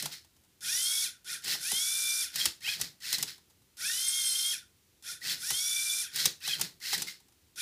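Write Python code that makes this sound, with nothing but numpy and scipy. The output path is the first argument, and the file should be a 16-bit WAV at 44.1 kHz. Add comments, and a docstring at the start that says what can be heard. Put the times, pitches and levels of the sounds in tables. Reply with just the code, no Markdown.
"""Toy robot turning a puzzle cube

A toy-brick robot on a table spins and flips a puzzle cube, heard from close above. Two geared motors
run in bursts, one for the arm and one for the turntable. Their teeth whine and rattle in plastic housings.
The arm and the cube clack against the frame, which knocks on the tabletop, and a small room echoes."""
import sys
import numpy as np
from scipy import signal
from scipy.fft import rfft, irfft, next_fast_len
from scipy.io import wavfile

SR = 44100
rng = np.random.default_rng(int(sys.argv[2]) if len(sys.argv) > 2 else 0)


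def store_wav(level_fs):
    """Save 16-bit WAV to argv[1]."""
    pcm = np.round(np.clip(np.atleast_2d(level_fs), -1, 1) * 32767)
    wavfile.write(sys.argv[1], SR, pcm.T.astype(np.int16))


N = 335601
TIME = np.arange(N) / SR

# Levels in the tables are relative: filters and the mix set the final loudness.
# The strokes of each arm move. A flip lets go, pushes the cube over, eases off, pulls back, overshoots
# and corrects its position. "Strain" is a surge at top speed; "groan" boosts whine near GROAN_HZ.
# start_s, drive_s, top_tooth_hz, rattle_db, whine_db, rumble_db, strain_db, groan_db
ARM_MOVES = { "grip": [(0.00081, 0.109, 905, -32, -36.5, -54, 2.5, 13.5)],
             "flip": [(0, 0.135, 822.7, -32, -42, -56, 4, 5),
             (0.288, 0.125, 838.2, -35.5, -28.5, -64.5, 2, -2), (0.425, 0.093, 520, -39, -58, -52, -11, -8),
             (0.685, 0.14, 1080, -35, -43, -64, 7, 15), (0.825, 0.054, 700, -37, -56, -49.5, 0.5, -8),
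             (0.937, 0.035, 540, -39.5, -62, -66.5, 10.5, -3)]}
# What the arm does, opening partway through a flip: move, start_s, level_db
ARM_ROUTINE = [("flip", -0.838, -1.1), ("grip", 1.42, 0.68), ("flip", 2.318, -0.68), ("grip", 5.208, -0.59),
               ("flip", 6.116, 0.55)]
# Plastic parts hitting each other: start_s, crack_db, knock_db, thump_db
CLACKS = [(0.0235, -22, -52, -47), (0.0561, -22, -38.5, -56), (1.444, -28, -63, -76),
          (1.4794, -27, -44, -61), (1.5494, -38, -44, -67), (1.7159, -19.5, -41, -44.5),
          (2.3575, -19, -50, -57), (2.4549, -10.5, -41.5, -45), (2.6764, -31, -49, -55),
          (2.7994, -32, -48.5, -52), (2.8123, -16.5, -52, -64), (3.1272, -16.5, -49, -49),
          (3.183, -23, -52, -64), (3.2263, -15.5, -45.5, -52), (5.5041, -15.5, -40, -46.5),
          (6.1588, -18.5, -54, -60), (6.2552, -8, -39, -41), (6.4754, -23, -42, -57),
          (6.5953, -29, -41, -49), (6.6115, -13, -46, -53), (6.9302, -22, -35.5, -54),
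          (6.978, -22.5, -60.5, -54), (7.02, -19, -49, -61)]
# Turntable runs: start_s, drive_s, top_tooth_hz, drag_slowing_hz, rattle_db, whine_db, whine_build_s
TURNTABLE_RUNS = [(0.607, 0.43, 1135, 0, -31.4, -34.5, 0.028), (1.245, 0.084, 982, -15, -35, -42, 0.014),
                  (1.583, 0.639, 1196, 14, -32, -33.5, 0.038), (3.769, 0.75, 1106, 54.5, -33, -34.5, 0.03),
                  (5.024, 0.083, 973, 0, -37, -43.5, 0.021), (5.376, 0.636, 1193, 13, -33.5, -33, 0.053),
                  (7.558, 0.087, 973, 0, -31, -38.5, 0.018)]

# The tones in each gear whine: multiple_of_tooth_rate, level_db
ARM_HARMONICS = [(2, -9), (3, -5), (4, 0.5), (5, -13), (6, -4.5)]
TURNTABLE_HARMONICS = [(2, -8), (3, -3), (4, -2.5), (5, -4), (6, -1), (7, -3), (8, 0), (9, -15), (10, -2)]

# Each sound's colour, or broad balance from bass to treble: pitch_hz, level_db
ROOM_TONE_COLOUR = [(25, -21.5), (79, 1.5), (180, -8), (330, -7), (600, -19), (1200, -20), (4000, -17),
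                    (15000, -21.5)]
ARM_RATTLE_COLOUR = [(100, -41), (1150, -17.5), (1500, -4), (2600, -5.5), (4600, 2), (6500, -2.5),
                     (10000, -4.5), (15500, -7)]
WHINE_COLOUR = [(700, -16.5), (1200, -11.5), (1400, -1), (6000, 4), (12000, -2)]
RUMBLE_COLOUR = [(30, -36), (70, -18.5), (160, 3), (240, -8.5), (380, -9.5), (600, -15), (1500, -23.5)]
CRACK_COLOUR = [(500, -25), (4500, -1), (7000, 2.5), (15500, -3.5)]
CHATTER_COLOUR = [(200, -30.5), (1000, -11), (2400, -2.5), (4200, 0), (7000, 0.5), (11000, -1.5),
                  (15500, -25)]
KNOCK_COLOUR = [(200, -33), (410, -6.5), (540, -22.5), (800, -1.5), (1150, -9), (3000, -21.5)]
THUMP_COLOUR = [(30, -30), (70, -4), (160, 0), (240, -6), (380, -11), (600, -12.5), (1500, -47)]
TURNTABLE_RATTLE_COLOUR = [(40, -40), (150, -18), (400, -24.5), (1200, -20.5), (1420, -8.5), (2800, -12.5),
                           (3300, -6.5), (5400, 2.5), (7400, 0.5), (10200, 1.5), (12000, -1), (15500, -8.5)]

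# Where each motor housing rings (or dulls the sound, if negative): pitch_hz, width_hz, boost_db
ARM_HOUSING = [(1950, 177, 4.2), (4210, 890, 3.8), (5263, 280, 6.2)]
TURNTABLE_HOUSING = [(1490, 83, 4), (3560, 58, 15), (3670, 680, 2), (5250, 190, 4.5), (8040, 160, -12),
                     (8540, 170, 5), (10370, 480, 7), (11200, 200, 0.5)]
# Where the frame rings, so a whine swells as it glides through: pitch_hz, width_hz, boost_db
ARM_FRAME = [(1900, 230, 9.3), (2624, 190, 12), (3190, 150, 15.5), (4010, 360, 18), (4840, 220, 4)]
TURNTABLE_FRAME = [(1470, 340, 23.5), (1853, 160, 9), (2442, 300, 13), (3224, 91, 4), (3370, 630, 10.5),
                   (4190, 260, 4), (5600, 520, 11.5), (5910, 220, 0), (8420, 390, 10.5), (9900, 170, 13.5),
                   (10660, 900, 11.5)]
# Where the cube and frame ring when struck: pitch_hz, width_hz, boost_db
PLASTIC_RINGS = [(3350, 110, 2), (3810, 530, 4.5), (4900, 180, 7), (5920, 170, 7.5)]

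# The tooth rate is how many gear teeth meet each second. It sets the pitch of the whine.
COAST_S = 0.2  # time allowed for a motor to run down
ARM_START_HZ, ARM_RAMP_HZ_PER_S, ARM_BRAKE_S = 428.5, 4700, 0.045
STRAIN_S = 0.016  # width of the surge at top speed
SQUEAL_AFTER_S, SQUEAL_S, SQUEAL_PER_STRAIN = 0.006, 0.023, 1.78  # a squeal follows the surge
GROAN_HZ, GROAN_WIDTH_HZ = 2000, 260
START_TICK_DB, SETTLE_TICK_DB = (-45, -76, -90), (-49, -63, -82)  # each: crack, knock, thump
SETTLE_AFTER_S, SETTLE_GAP_S, SETTLE_DB_PER_S = 1.05, 0.1, 44
TURN_START_HZ, SPIN_UP_S, SPIN_DOWN_S = 383.4, 0.1, 0.055
DRAG_AFTER_S, DRAG_WIDTH_S = 0.58, 0.17  # the load is heaviest this far into a turntable run
SLACK_BELOW_HZ = 1000  # under this tooth rate the turntable gears run loose


def from_db(db):
    """Turn decibels into a number to multiply a sound by."""
    return 10 ** (np.asarray(db) / 20)


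def unit_level(x):
    """Scale a signal so that its average power is 1."""
    return x / np.sqrt(np.mean(x ** 2) + 1e-20)


def drift(rate_hz, step=40):
    """A smooth random wander, about 1 in size."""
    pole = np.exp(-2 * np.pi * step * rate_hz / SR)
    slow = signal.lfilter([1], [1, -2 * pole, pole * pole], rng.standard_normal(N // step + 2002))[2000:]
    return np.interp(np.arange(N) / step, np.arange(len(slow)), unit_level(slow))


def body(x, colour, rings=()):
    """Filter a sound as an object would: a broad colour plus narrow pitches where it rings."""
    size = 2 * next_fast_len(N // 2 + SR // 10)
    hz = np.maximum(np.fft.rfftfreq(size, 1 / SR), 1)
    colour_hz, colour_db = np.array(colour).T
    db = np.interp(np.log(hz), np.log(colour_hz), colour_db)
    for pitch_hz, width_hz, boost_db in rings:
        db = db + boost_db / (1 + (2 * (hz - pitch_hz) / width_hz) ** 2)
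    cepstrum = irfft(np.log(unit_level(from_db(db))))
    cepstrum[1:size // 2] *= 2  # fold the filter in time so nothing rings before its cause
    cepstrum[size // 2 + 1:] = 0
    return irfft(rfft(x, size) * np.exp(rfft(cepstrum)))[:N]


def room_tone(level_db=-67):
    """A faint, steady rumble and hiss in the background."""
    return from_db(level_db) * body(rng.standard_normal(N), ROOM_TONE_COLOUR)


def run_clock(start_s, drive_s):
    """The samples of one motor run, coasting included, and the seconds since it began."""
    span = np.flatnonzero((TIME >= start_s) & (TIME < start_s + drive_s + COAST_S))
    return span, TIME[span] - start_s


def envelope(age, drive_s, swell_db, swell_s, hold_s, fade_db_per_s):
    """The loudness of one run: it swells, holds until just after the drive ends, then fades."""
    fade_db = fade_db_per_s * np.maximum(age - drive_s - hold_s, 0)
    return from_db(-swell_db * np.exp(-age / swell_s) - fade_db)


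def braking(age, drive_s, brake_s):
    """How much of the gained speed is left after the drive ends."""
    return np.exp(-np.maximum(age - drive_s, 0) / brake_s)


def gears(tooth_hz, harmonics, wobble, flutter, waver_db, uneven_db, bite_db, repeat_db):
    """A wheel of uneven teeth: they whine as they meet, and each one lets the loose gears rattle."""
    teeth, bumps = 20, 800  # around one wheel
    teeth_passed = np.cumsum(tooth_hz * (1 + flutter * drift(25))) / SR
    spacing, height = (np.interp(teeth_passed, np.arange(teeth), unit_level(e - e.mean()), period=teeth)
                       for e in rng.standard_normal((2, teeth)))
    # Uneven spacing comes round on every turn and adds side tones to each harmonic.
    phase = 2 * np.pi * (teeth_passed + wobble * spacing)
    whine = sum(from_db(db + waver_db * drift(35)) * np.sin(k * phase) for k, db in harmonics)
    # The same rough faces meet on every turn, so part of the rattle is a buzz that follows the speed.
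    surface = rng.standard_normal(bumps)
    buzz = np.interp(teeth_passed / teeth * bumps, np.arange(bumps), surface, period=bumps)
    bites = from_db(uneven_db * height + bite_db * np.cos(phase))
    rattle = bites * (rng.standard_normal(N) + from_db(repeat_db) * buzz)
    return [layer / np.std(layer[tooth_hz > 0]) for layer in (whine, rattle)]


def arm_strokes():
    """List every stroke of the arm as (start_s, level_db, the rest of its row)."""
    return [(move_s + row[0], move_db, row[1:])
            for move, move_s, move_db in ARM_ROUTINE for row in ARM_MOVES[move]]


def arm_drive():
    """The arm's speed and loudness: each stroke speeds up evenly, strains at top speed and brakes."""
    controls = np.zeros((5, N))
    for start_s, move_db, stroke in arm_strokes():
        drive_s, top_hz, rattle_db, whine_db, rumble_db, strain_db, groan_db = stroke
        span, age = run_clock(start_s, drive_s)
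        gained_hz = np.minimum(ARM_RAMP_HZ_PER_S * np.minimum(age, drive_s), top_hz - ARM_START_HZ)
        tooth_hz = ARM_START_HZ + gained_hz * braking(age, drive_s, ARM_BRAKE_S)
        past_top_s = age - (top_hz - ARM_START_HZ) / ARM_RAMP_HZ_PER_S
        surge_db = strain_db * np.exp(-(past_top_s / STRAIN_S) ** 2)
        squeal_db = SQUEAL_PER_STRAIN * strain_db * np.exp(-((past_top_s - SQUEAL_AFTER_S) / SQUEAL_S) ** 2)
        rattle = envelope(age, drive_s, swell_db=28.5, swell_s=0.024, hold_s=0.012, fade_db_per_s=306)
        whine = envelope(age, drive_s, swell_db=28.5, swell_s=0.03, hold_s=0.002, fade_db_per_s=450)
        rumble = envelope(age, drive_s, swell_db=29, swell_s=0.016, hold_s=0.0079, fade_db_per_s=169)
        rattle *= from_db(rattle_db + move_db + surge_db)
        whine *= from_db(whine_db + move_db + squeal_db)
        rumble *= from_db(rumble_db + move_db)
        groan = np.full(len(age), groan_db)
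        controls[:, span] = np.maximum(controls[:, span], [tooth_hz, rattle, whine, rumble, groan])
    return controls


def arm():
    """The arm motor under load: whine tones swell near the groan pitch, and the frame shakes."""
    tooth_hz, rattle_gain, whine_gain, rumble_gain, groan_db = arm_drive()
    harmonics = [(k, db + groan_db * np.exp(-((k * tooth_hz - GROAN_HZ) / GROAN_WIDTH_HZ) ** 2))
                 for k, db in ARM_HARMONICS]
    whine, rattle = gears(tooth_hz, harmonics, wobble=0.02, flutter=0.008,
                          waver_db=6, uneven_db=2, bite_db=-1, repeat_db=-1.5)
    rattle = body(rattle_gain * rattle, ARM_RATTLE_COLOUR, ARM_HOUSING)
    whine = body(whine_gain * whine, WHINE_COLOUR, ARM_FRAME)
    rumble = body(rumble_gain * rng.standard_normal(N), RUMBLE_COLOUR)
    return from_db(-1.25) * rattle + from_db(-3) * whine + from_db(1) * rumble


def blows(starts_s, levels_db, rise_s, contact_s, fade_60db_s):
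    """Each blow is a brief crowd of tiny contacts that builds, holds and dies away."""
    force = np.zeros(N)
    age = TIME[:SR // 2]
    shape = (1 - np.exp(-age / rise_s)) * from_db(-60 * np.maximum(age - contact_s, 0) / fade_60db_s)
    for start_s, level_db in zip(starts_s, levels_db):
        at = round(start_s * SR)
        force[at:at + len(shape)] += from_db(level_db) * shape[:N - at]
    return force * rng.standard_normal(N)


def clacks(hits):
    """Hard plastic cracks, loose bricks chatter, the frame knocks and the tabletop thumps."""
    starts_s, crack_db, knock_db, thump_db = zip(*hits)
    crack = blows(starts_s, crack_db, rise_s=0.00016, contact_s=0.0029, fade_60db_s=0.013)
    chatter = blows(starts_s, crack_db, rise_s=0.0018, contact_s=0.0057, fade_60db_s=0.036)
    knock = blows(starts_s, knock_db, rise_s=0.00029, contact_s=0.0034, fade_60db_s=0.046)
    thump = blows(starts_s, thump_db, rise_s=0.0067, contact_s=0.017, fade_60db_s=0.064)
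    return (from_db(-9) * body(crack, CRACK_COLOUR)
            + from_db(-13) * body(chatter, CHATTER_COLOUR, PLASTIC_RINGS)
            + body(knock, KNOCK_COLOUR)
            + from_db(-1) * body(thump, THUMP_COLOUR))


def small_ticks(per_flip=6):
    """Faint extra clacks: loose gears catch at each motor start, and bricks settle after each flip."""
    ticks = [(run[0], *START_TICK_DB) for run in TURNTABLE_RUNS + arm_strokes()]
    for move, move_s, _ in ARM_ROUTINE:
        if move == "flip":
            for wait_s in SETTLE_GAP_S * (np.arange(per_flip) + rng.uniform(-0.78, 0.62, per_flip)):
                levels_db = np.array(SETTLE_TICK_DB) - SETTLE_DB_PER_S * wait_s
                ticks.append((move_s + SETTLE_AFTER_S + wait_s, *levels_db))
    return [tick for tick in ticks if 0 <= tick[0] < TIME[-1]]


def turntable_drive():
    """The turntable's speed and loudness: each run eases toward top speed, feels any drag and brakes."""
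    controls = np.zeros((3, N))
    for start_s, drive_s, top_hz, drag_hz, rattle_db, whine_db, build_s in TURNTABLE_RUNS:
        span, age = run_clock(start_s, drive_s)
        gained_hz = (top_hz - TURN_START_HZ) * (1 - np.exp(-np.minimum(age, drive_s) / SPIN_UP_S))
        gained_hz -= drag_hz * np.exp(-((age - DRAG_AFTER_S) / DRAG_WIDTH_S) ** 2)
        tooth_hz = TURN_START_HZ + gained_hz * braking(age, drive_s, SPIN_DOWN_S)
        rattle = envelope(age, drive_s, swell_db=21.5, swell_s=0.034, hold_s=0.014, fade_db_per_s=307.5)
        whine = envelope(age, drive_s, swell_db=47, swell_s=build_s, hold_s=0.0024, fade_db_per_s=288)
        run = [tooth_hz, from_db(rattle_db) * rattle, from_db(whine_db) * whine]
        controls[:, span] = np.maximum(controls[:, span], run)
    return controls


def turntable():
    """The motor that spins the cube: at low speed its loose gears rasp and shake the frame."""
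    tooth_hz, rattle_gain, whine_gain = turntable_drive()
    loose = np.clip(1 - tooth_hz / SLACK_BELOW_HZ, 0, 1)  # 1 at rest, 0 at speed
    whine, rattle = gears(tooth_hz, TURNTABLE_HARMONICS,
                          wobble=0.015 + 0.11 * loose, flutter=0.005 + 0.05 * loose,
                          waver_db=4, uneven_db=0.5, bite_db=2, repeat_db=2.5)
    rattle = body(rattle_gain * rattle, TURNTABLE_RATTLE_COLOUR, TURNTABLE_HOUSING)
    whine = body(whine_gain * whine, WHINE_COLOUR, TURNTABLE_FRAME)
    rumble = body(loose * rattle_gain * rng.standard_normal(N), RUMBLE_COLOUR)
    return from_db(-1.47) * rattle + from_db(-1.5) * whine + from_db(-17) * rumble


def room_echo(x, echo_db, fade_60db_s, delay_s):
    """Add a short, blurred echo from the table and the nearby walls."""
    age = TIME[:SR // 2]
    fade_in = np.clip(age / delay_s - 1, 0, 1)
    tail = rng.standard_normal(len(age)) * from_db(-60 * age / fade_60db_s) * fade_in
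    tail = signal.sosfilt(signal.butter(1, 9000, fs=SR, output="sos"), tail)
    return x + from_db(echo_db) * signal.fftconvolve(x, tail / np.linalg.norm(tail))[:N]


def scene():
    """The robot in its room, the same in the left and right channels."""
    robot = turntable() + arm() + clacks(CLACKS + small_ticks())
    robot = room_echo(robot, echo_db=-14, fade_60db_s=0.24, delay_s=0.0038)
    return np.tile(robot + room_tone(), (2, 1))


def record(dry):
    """Cut off the very highest treble steeply."""
    cutoff_hz = 15450
    return signal.sosfilt(signal.ellip(12, 0.1, 80, cutoff_hz, fs=SR, output="sos"), dry)


dry = scene()
out = record(dry)
store_wav(out)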